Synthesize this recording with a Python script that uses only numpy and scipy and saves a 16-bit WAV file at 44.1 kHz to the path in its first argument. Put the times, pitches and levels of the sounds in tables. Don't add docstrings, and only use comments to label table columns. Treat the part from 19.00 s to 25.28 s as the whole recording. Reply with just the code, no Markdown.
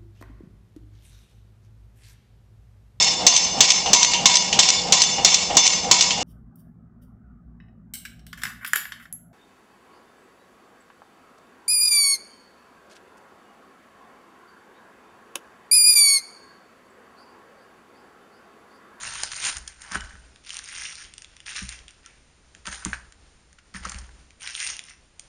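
import sys
import numpy as np
from scipy import signal
from scipy.fft import rfft, irfft
from scipy.io import wavfile
from scipy.ndimage import uniform_filter1d

SR = 44100
rng = np.random.default_rng(int(sys.argv[2]) if len(sys.argv) > 2 else 0)


def wav_out(sig):
    wavfile.write(sys.argv[1], SR, np.round(np.clip(np.atleast_2d(sig).T, -1, 1) * 32767).astype(np.int16))


N = 276948
T = np.arange(N) / SR
BIN_HZ = np.fft.rfftfreq(N, 1 / SR)

# (frequency [Hz], level [dB])
CARD_CRACK_SPECTRUM = [(100, -11), (500, -16.5), (1000, -2.5), (1600, 6), (4000, -4.5), (7000, 2.5),
                       (9500, 1.5)]
# (start [s], swell [s], hold [s], fade [s per 20 dB], level [dB], treble offset [dB])
SQUEEZES = [(1.43, 0.08694, 0.08056, 0.0008, -45, 0), (1.58, 0.24759, .025, 0.166, -40.5, 3),
            (1.955, 0.03349, 0.01683, 0.0972, -45, -1), (2.1, 0.02444, 0.30913, 0.1082, -62.5, -5),
            (2.452, 0.028325, 0.02673, 0.0579, -38, -3.5), (2.54, 0.02431, 0.014385, 0.1109, -37, 0.5),
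            (2.68, 0.02619, 0.0071, 0.0779, -42, -1), (2.875, 0.00856, 0.01616, 0.1124, -58, -7),
            (3.025, 0.006638, 0.0543, 0.2207, -60.5, -5.5), (5.395, 0.03952, 0.0564, 0.1652, -42, -0.5),
            (5.53, 0.07427, 0.10013, 0.0594, -36.5, 2), (5.835, 0.01639, 0.0625, 0.0479, -53.5, -3)]


def amp(db):
    return 10 ** (np.asarray(db) / 20)


def unit_rms(x):
    return x / np.sqrt(np.mean(x ** 2) + 1e-20)


def log_interp(points, hz):
    point_hz, value = np.transpose(points)
    return np.interp(np.log(hz + 1), np.log(point_hz + 1), value)


def add(mix, start_s, sound):
    part = mix[max(round(start_s * SR), 0):][:len(sound)]
    part += sound[:len(part)]


def coloured(x, spectrum, centre_hz=1000, skirt_db_oct=0):
    hz = np.fft.rfftfreq(2048, 1 / SR)
    db = log_interp(spectrum, hz) - skirt_db_oct * np.hypot(np.log2((hz + 20) / centre_hz), 1 / 4)
    log_gain = np.log(amp(np.r_[db, db[-2:0:-1]]))
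    taps = np.fft.ifft(np.exp(np.conj(signal.hilbert(log_gain)))).real
    return signal.oaconvolve(x, taps)[:len(x)]


def split(x, hz):
    low = irfft(rfft(x) / (1 + (BIN_HZ / hz) ** 6), N)
    return unit_rms(low), unit_rms(x - low)


def strokes(rows):
    main, offset = np.zeros((2, N))
    for start_s, swell_s, hold_s, fade_s, db, offset_db in rows:
        rise = np.clip((T - start_s) / swell_s, 0, 1) ** 0.982
        gain = rise * amp(db - 20 * np.maximum(T - start_s - swell_s - hold_s, 0) / fade_s)
        main, offset = np.hypot(main, gain), np.hypot(offset, gain * amp(offset_db))
    return main, offset


def grains(per_s, spread_db, cycles, hiss, clump_db, facets=24):
    t, out = np.arange(256) / SR, np.zeros(N)
    clumps = amp(clump_db * unit_rms(uniform_filter1d(rng.standard_normal(N), size=220)))
    for hz in np.linspace(900, 9600, facets):
        sizes = amp(spread_db * np.minimum(rng.exponential(1, N), 4)) * rng.choice([-1, 1], N)
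        slips = sizes * (rng.random(N) < per_s / facets / SR)
        facet = np.exp(-t * np.sqrt(hz * 4000) / cycles) * np.sin(2 * np.pi * hz * t)
        out += np.convolve(slips, unit_rms(facet))[:N]
    out = clumps * (unit_rms(out) + hiss * rng.standard_normal(N))
    return out / np.sqrt(uniform_filter1d(out ** 2, size=2200) + 1e-9)


def flexed(x, depth_db):
    spectra = signal.stft(x, nperseg=256)[2]
    patches = uniform_filter1d(rng.standard_normal(spectra.shape), size=4, axis=0)
    patches = uniform_filter1d(patches, size=20, axis=1)
    return signal.istft(spectra * amp(depth_db * unit_rms(patches)), nperseg=256)[1][:N]


def burst(t60_s, rise_s=0.0014, size=4096):
    t = np.arange(size) / SR
    return rng.choice([-1, 1], size) * (1 - np.exp(-t / rise_s)) * amp(-60 * t / max(t60_s, .001))


def at_level(sound, db):
    return amp(db) * sound / np.linalg.norm(sound) * np.sqrt(SR / 250)


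def cracks(rows, spectrum):
    out = np.zeros(N)
    for start_s, db, centre_hz, t60_s in rows:
        crack = coloured(burst(t60_s), spectrum, centre_hz, skirt_db_oct=7)
        add(out, start_s, at_level(crack, db))
    return out


def scraping():
    # (start [s], swell [s], hold [s], fade [s per 20 dB], level [dB], body offset [dB])
    slides = [(-.03, 0.08848, 0.01925, 0.0991, -34.5, -5), (.09, 0.03481, 0.1113, 0.1739, -36.5, -9.5),
              (.29, 0.0459, 0.19533, 0.0499, -36.5, -8.5), (.4, 0.055435, 0.038973, 0.0385, -26, -9.5),
              (.55, 0.01311, 0.00448, 0.0283, -41.5, 1.5), (.58, .01, 0.0729, 0.5994, -56, -4),
              (.67, 0.00704, 0.0062, 0.0721, -47, -8), (.775, 0.05013, 0.07565, 0.1958, -51, 1),
              (.902, 0.014993, 0.04907, 0.0527, -40.5, 0), (.942, 0.00559, 0.010544, 0.0054, -30, -0.5),
              (1.025, 0.01413, 0.004695, 0.2218, -50.5, -1), (3.645, 0.03072, 0.004, 0.1048, -42, 2),
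              (3.705, 0.02173, 0.00352, 0.0807, -35.5, -5), (3.75, 0.0277, 0.1491, 0.1435, -50.5, -1.5),
              (3.853, 0.0062, 0.004854, 0.0749, -43.5, 4), (3.928, 0.007195, 0.005036, 0.0519, -45, 5.5),
              (4.737, 0.014034, 0.01072, 0.0682, -43, 0), (4.812, 0.04264, 0.01388, 0.1031, -42.5, -0.5),
              (4.91, 0.01218, 0.0628, 0.1811, -50.5, -.5)]
    # (frequency [Hz], level [dB])
    card_spectrum = [(150, -48.5), (250, -16.5), (545, -15), (973, -5), (1190, -5.5), (1420, 0), (3100, -3),
                     (3450, -5), (6660, -1), (7290, -4.5), (7870, -11.5), (8500, 2), (9600, -1),
                     (12500, -44), (21100, -120)]
    slips = grains(per_s=3200, spread_db=3.7, cycles=1.2, hiss=.7, clump_db=1.5)
    body, fizz = split(coloured(flexed(slips, depth_db=2), card_spectrum), hz=2131.5)
    rumble = split(rng.standard_normal(N), hz=220.2)[0]
    fizz_gain, body_gain = strokes(slides)
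    return amp(-0.8012) * (fizz * fizz_gain + body * body_gain) + amp(-17.5) * rumble * body_gain


def room_noise(noise_db=-56.5, flutter_db=1.4651, hum_hz=61.8, hum_db=-67):
    # (frequency [Hz], level [dB])
    air_spectrum = [(20, -5), (45, 1.5), (70, -1), (100, -7), (200, -10.5), (400, -14.5), (800, -18.5),
                    (1600, -18.5), (4000, -22.5), (9500, -23.5)]
    noise, flutter, waver = (unit_rms(irfft(rfft(rng.standard_normal(N)) * gain, N)) for gain in
                             (amp(log_interp(air_spectrum, BIN_HZ)), *[np.exp(-BIN_HZ / 5)] * 2))
    hum = np.sin(2 * np.pi * hum_hz * T + .5 * waver) * amp(3.4 * flutter)
    return noise * amp(noise_db + flutter_db * flutter) + amp(hum_db) * unit_rms(hum)


def flicking():
    # (time [s], level [dB], centre [Hz], t60 [s])
    flicks = [(.2341, -15.5, 6900, 0.007168), (.3169, -30, 3900, 0.01149), (.4414, -28.5, 6200, 0.0065),
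              (.4497, -21.5, 7050, 0.01226), (.4687, -22.5, 4000, 0.00788), (.5678, -25, 6873, 0.01483),
              (.5817, -32, 7500, 0.01018), (.6762, -28, 5533, 0.01517), (.8183, -35, 7300, 0.01267),
              (.9183, -31, 5280, 0.01637), (1.0067, -33.5, 4810, 0.00916), (3.5492, -42.5, 3375, 0.007093),
              (3.6553, -36, 2293, 0.00867), (3.6675, -31, 6000, 0.00626), (3.6718, -29.5, 2708, 0.00932),
              (3.8501, -19.5, 6523, 0.002681), (4.1226, -45, 4126, 0.00772), (4.5285, -49.5, 5570, .007),
              (4.5856, -48, 2558, 0.03536), (4.7407, -42.5, 3570, 0.00505), (4.8515, -31, 6140, 0.006885),
              (4.8948, -26.5, 7950, 0.018), (4.9183, -32.5, 4200, 0.01392), (4.9447, -37, 3170, 0.0059),
              (4.9849, -35.5, 5724, 0.02434)]
    return cracks(flicks, CARD_CRACK_SPECTRUM)


def hollow_ring(t):
    # (frequency [Hz], level [dB], t60 [s])
    resonances = [(1000, -7.5, 0.14), (1133.8, -8, 0.33), (1389.2, -7, 0.44), (1501.5, 4, 1),
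                  (1472.3, -10, 0.35), (1637.6, -6.5, 1), (1854.4, -3, 0.94), (1781, 1.5, 0.18),
                  (2392, -21, .3), (2988.5, 8.5, 0.3711)]
    beats = uniform_filter1d(rng.standard_normal((len(resonances), len(t))), size=500, axis=1)
    hz, db, t60_s = np.transpose(resonances)[:, :, None]
    return (beats * amp(db - 60 * t / t60_s) * np.sin(2 * np.pi * hz * t)).sum(0)


def knocking(crunch_db=-7.5, rise_s=0.0003178, picked_up_s=3.6):
    # (time [s], level [dB], pitch [Hz], t60 [s])
    knocks = [(.235, -33.5, 817.3, 0.00715), (.9465, -27.5, 1587, .018), (0.9549, -23, 1504, 0.009046),
              (1.018, -40, 1680, 0.0189), (1.108, -45.5, 1708, 0.01056), (1.154, -46, 1636, 0.009),
              (3.063, -48.5, 1361, 0.0426), (3.6719, -33, 1496, 0.00869), (3.727, -36, 1619, 0.01357),
              (3.858, -33.5, 1073, 0.01177), (3.931, -23, 1626, 0.01188), (4.585, -50, 1450, 0.03078),
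              (4.747, -38.5, 1874, 0.01238), (4.763, -38, 1821, 0.01348), (4.852, -28.5, 1261, 0.02345),
              (4.866, -43, 516.7, 0.048), (4.919, -37, 1300, 0.014), (5.092, -51, 1603, 0.0085)]
    out, t = np.zeros(N), np.arange(SR // 2) / SR
    contact = 1 - np.exp(-t / rise_s)
    for start_s, db, hz, t60_s in knocks:
        ring_db = -10.5 if start_s < picked_up_s else -26.5
        wall = contact * amp(-60 * t / t60_s) * np.sin(2 * np.pi * hz * t)
        crunch = coloured(burst(2 * t60_s), CARD_CRACK_SPECTRUM, hz, skirt_db_oct=9)
        add(out, start_s, at_level(wall, db))
        add(out, start_s, at_level(crunch, db + crunch_db))
        add(out, start_s, at_level(contact * hollow_ring(t), db + ring_db))
    return out


def bumping(skirt_db_oct=7, cut_db_oct=12, rise_s=0.004096, settle_s=0.010967, settle_hz=47.685):
    # (time [s], blow [dB], drive centre [Hz], settling weight [dB])
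    bumps = [(.55, -46, 149, -37.5), (.916, -36, 230, -51.5), (.952, -26, 399.1, -34),
             (1.028, -45, 200.1, -34.5), (1.136, -46, 190.3, -41), (2.619, -27.5, 175.5, -34.5),
             (3.675, -34.5, 240.2, -39.5), (3.858, -19.5, 321.6, -38.5), (3.906, -46.5, 190, -39.5),
             (4.747, -29.5, 187.3, -44.5), (4.801, -41, 190, -39), (4.861, -32.5, 189, -42),
             (4.943, -36.5, 188.7, -31.5), (5.02, -45, 190, -38)]
    # (frequency [Hz], level [dB], t60 [s])
    table_modes = [(42.564, -5.5, 0.6), (60.818, 6, 0.5583), (122.78, -6.5, 0.338), (189.71, 4.5, 0.1181),
                   (220.42, -6, 0.1733), (304.19, -1, 0.06741), (406.87, -14.5, 0.1545),
                   (503.06, -23, 0.14)]
    out, t = np.zeros(N), np.arange(SR) / SR
    hz, mode_db, t60_s = np.transpose(table_modes)[:, :, None]
    modes = amp(-60 * t / t60_s) * np.sin(2 * np.pi * hz * t) * (1 - np.exp(-t / rise_s))
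    blows = [(s, db, drive_hz) for s, db, drive_hz, _ in bumps]
    settles = [(s + settle_s, weight_db, settle_hz) for s, _, _, weight_db in bumps]
    for start_s, db, drive_hz in blows + settles:
        octaves = np.log2(hz / drive_hz)
        drive = amp(mode_db - skirt_db_oct * abs(octaves) - cut_db_oct * np.maximum(octaves, 0))
        add(out, start_s, amp(db) * (drive * modes).sum(0) / np.linalg.norm(drive))
    return out


def crinkles(tries, firm_db=-42, slack_db=-62):
    time_s = rng.random(tries) * T[-1]
    size, facet = np.clip(rng.standard_normal((tries, 2)), -2, 2).T
    squeeze_db = 20 * np.log10(np.interp(time_s, T, strokes(SQUEEZES)[0]) + 1e-9)
    level_db = -40 + 0.4632 * (squeeze_db - firm_db) + 2 * size
    centre_hz = 5394 * 2 ** (0.36 * facet)
    return list(np.c_[time_s, level_db, centre_hz][squeeze_db > slack_db])


def snapping(t60_s=0.004591):
    # (time [s], level [dB], centre [Hz])
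    snaps = [(1.3595, -47, 2950), (1.4695, -42.5, 3780), (1.4939, -35, 4400), (1.5048, -31, 3670),
             (1.543, -30.5, 6250), (1.568, -26.5, 6940), (1.5899, -31, 6740), (1.641, -38.5, 6440),
             (1.6873, -35.5, 7600), (1.8364, -33.5, 5570), (1.9542, -36, 5900), (2.1382, -38, 6300),
             (2.1807, -33, 6960), (2.2205, -38, 6160), (2.2454, -40, 3150), (2.3663, -44, 2970),
             (2.403, -41.5, 3450), (2.4619, -40, 3440), (2.547, -38.5, 7440), (2.5628, -28.5, 5430),
             (2.5691, -32.5, 4300), (2.691, -29.5, 7200), (2.79, -45, 3070), (2.8812, -40, 4600),
             (3.061, -39.5, 5200), (5.306, -49, 3227), (5.4747, -28, 4250), (5.551, -27.5, 3880),
             (5.602, -23, 7200), (5.7669, -32.5, 8000), (5.7921, -30, 4309), (5.8388, -40.5, 6200),
             (6.1955, -32, 6308)]
    # (frequency [Hz], level [dB])
    crease_spectrum = [(100, -40), (600, -7.5), (1400, -1.5), (2800, 4), (4500, -2), (7000, -0.5),
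                       (9500, 0.5)]
    rows = [(s, db, hz, t60_s) for s, db, hz in snaps + crinkles(tries=160)]
    return cracks(rows, crease_spectrum)


def rustling():
    # (frequency [Hz], level [dB])
    paper_spectrum = [(210, -67), (350, -25.5), (380, -25), (530, -24), (1580, -2), (2610, 1.5), (4240, -3),
                      (5590, 6), (7080, 4), (7480, -14.5), (7910, -9.5), (8590, 8), (9600, 4.5),
                      (12500, -30), (21100, -120)]
    buckles = grains(per_s=2000, spread_db=4, cycles=1.5, hiss=.4, clump_db=1.6)
    sheet, crisp = split(coloured(flexed(buckles, depth_db=2), paper_spectrum), hz=4073.4)
    sheet_gain, crisp_gain = strokes(SQUEEZES)
    return amp(-0.3011) * sheet * sheet_gain + amp(-2.0011) * crisp * crisp_gain


def room(x, early_db, tail_db, early_t60_s):
    # (frequency [Hz], t60 [s])
    decay_times = [(100, 0.78), (500, 0.7713), (1600, 0.35734), (4000, 0.3338), (10000, 0.27466)]
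    t = np.arange(SR) / SR
    taps = rng.choice([-1., 1.], SR) * (rng.random(SR) < 1 / 12) * (t > .003)
    hz, frame_s, spectra = signal.stft(taps, SR, nperseg=256)
    decay = amp(-60 * frame_s / log_interp(decay_times, hz)[:, None])
    tail = signal.istft(spectra * decay, SR, nperseg=256)[1][:SR]
    early = taps * rng.standard_normal(SR) * amp(-60 * t / early_t60_s)
    echo = amp(tail_db) * tail / np.linalg.norm(tail) + amp(early_db) * early / np.linalg.norm(early)
    return x + signal.fftconvolve(x, echo)[:N]


def scene():
    box = room(scraping() + flicking() + knocking(), early_db=-14, tail_db=-12.5, early_t60_s=0.07614)
    paper = room(rustling(), early_db=-9.5, tail_db=-6, early_t60_s=0.23)
    snaps = room(snapping(), early_db=-23, tail_db=-10, early_t60_s=0.051)
    return (box + paper + snaps + bumping() + room_noise())[None]


def record(dry):
    notch_hz, cutoff_hz = 7930, 9740
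    notch_db = -30 * np.exp(-((BIN_HZ - notch_hz) / 290) ** 2)
    notched = irfft(rfft(dry) * amp(notch_db), N)
    lowpass = signal.firwin(301, cutoff_hz, window=("kaiser", 7), fs=SR)
    return signal.oaconvolve(notched, lowpass[None], "same")


dry = scene()
out = record(dry)
wav_out(out)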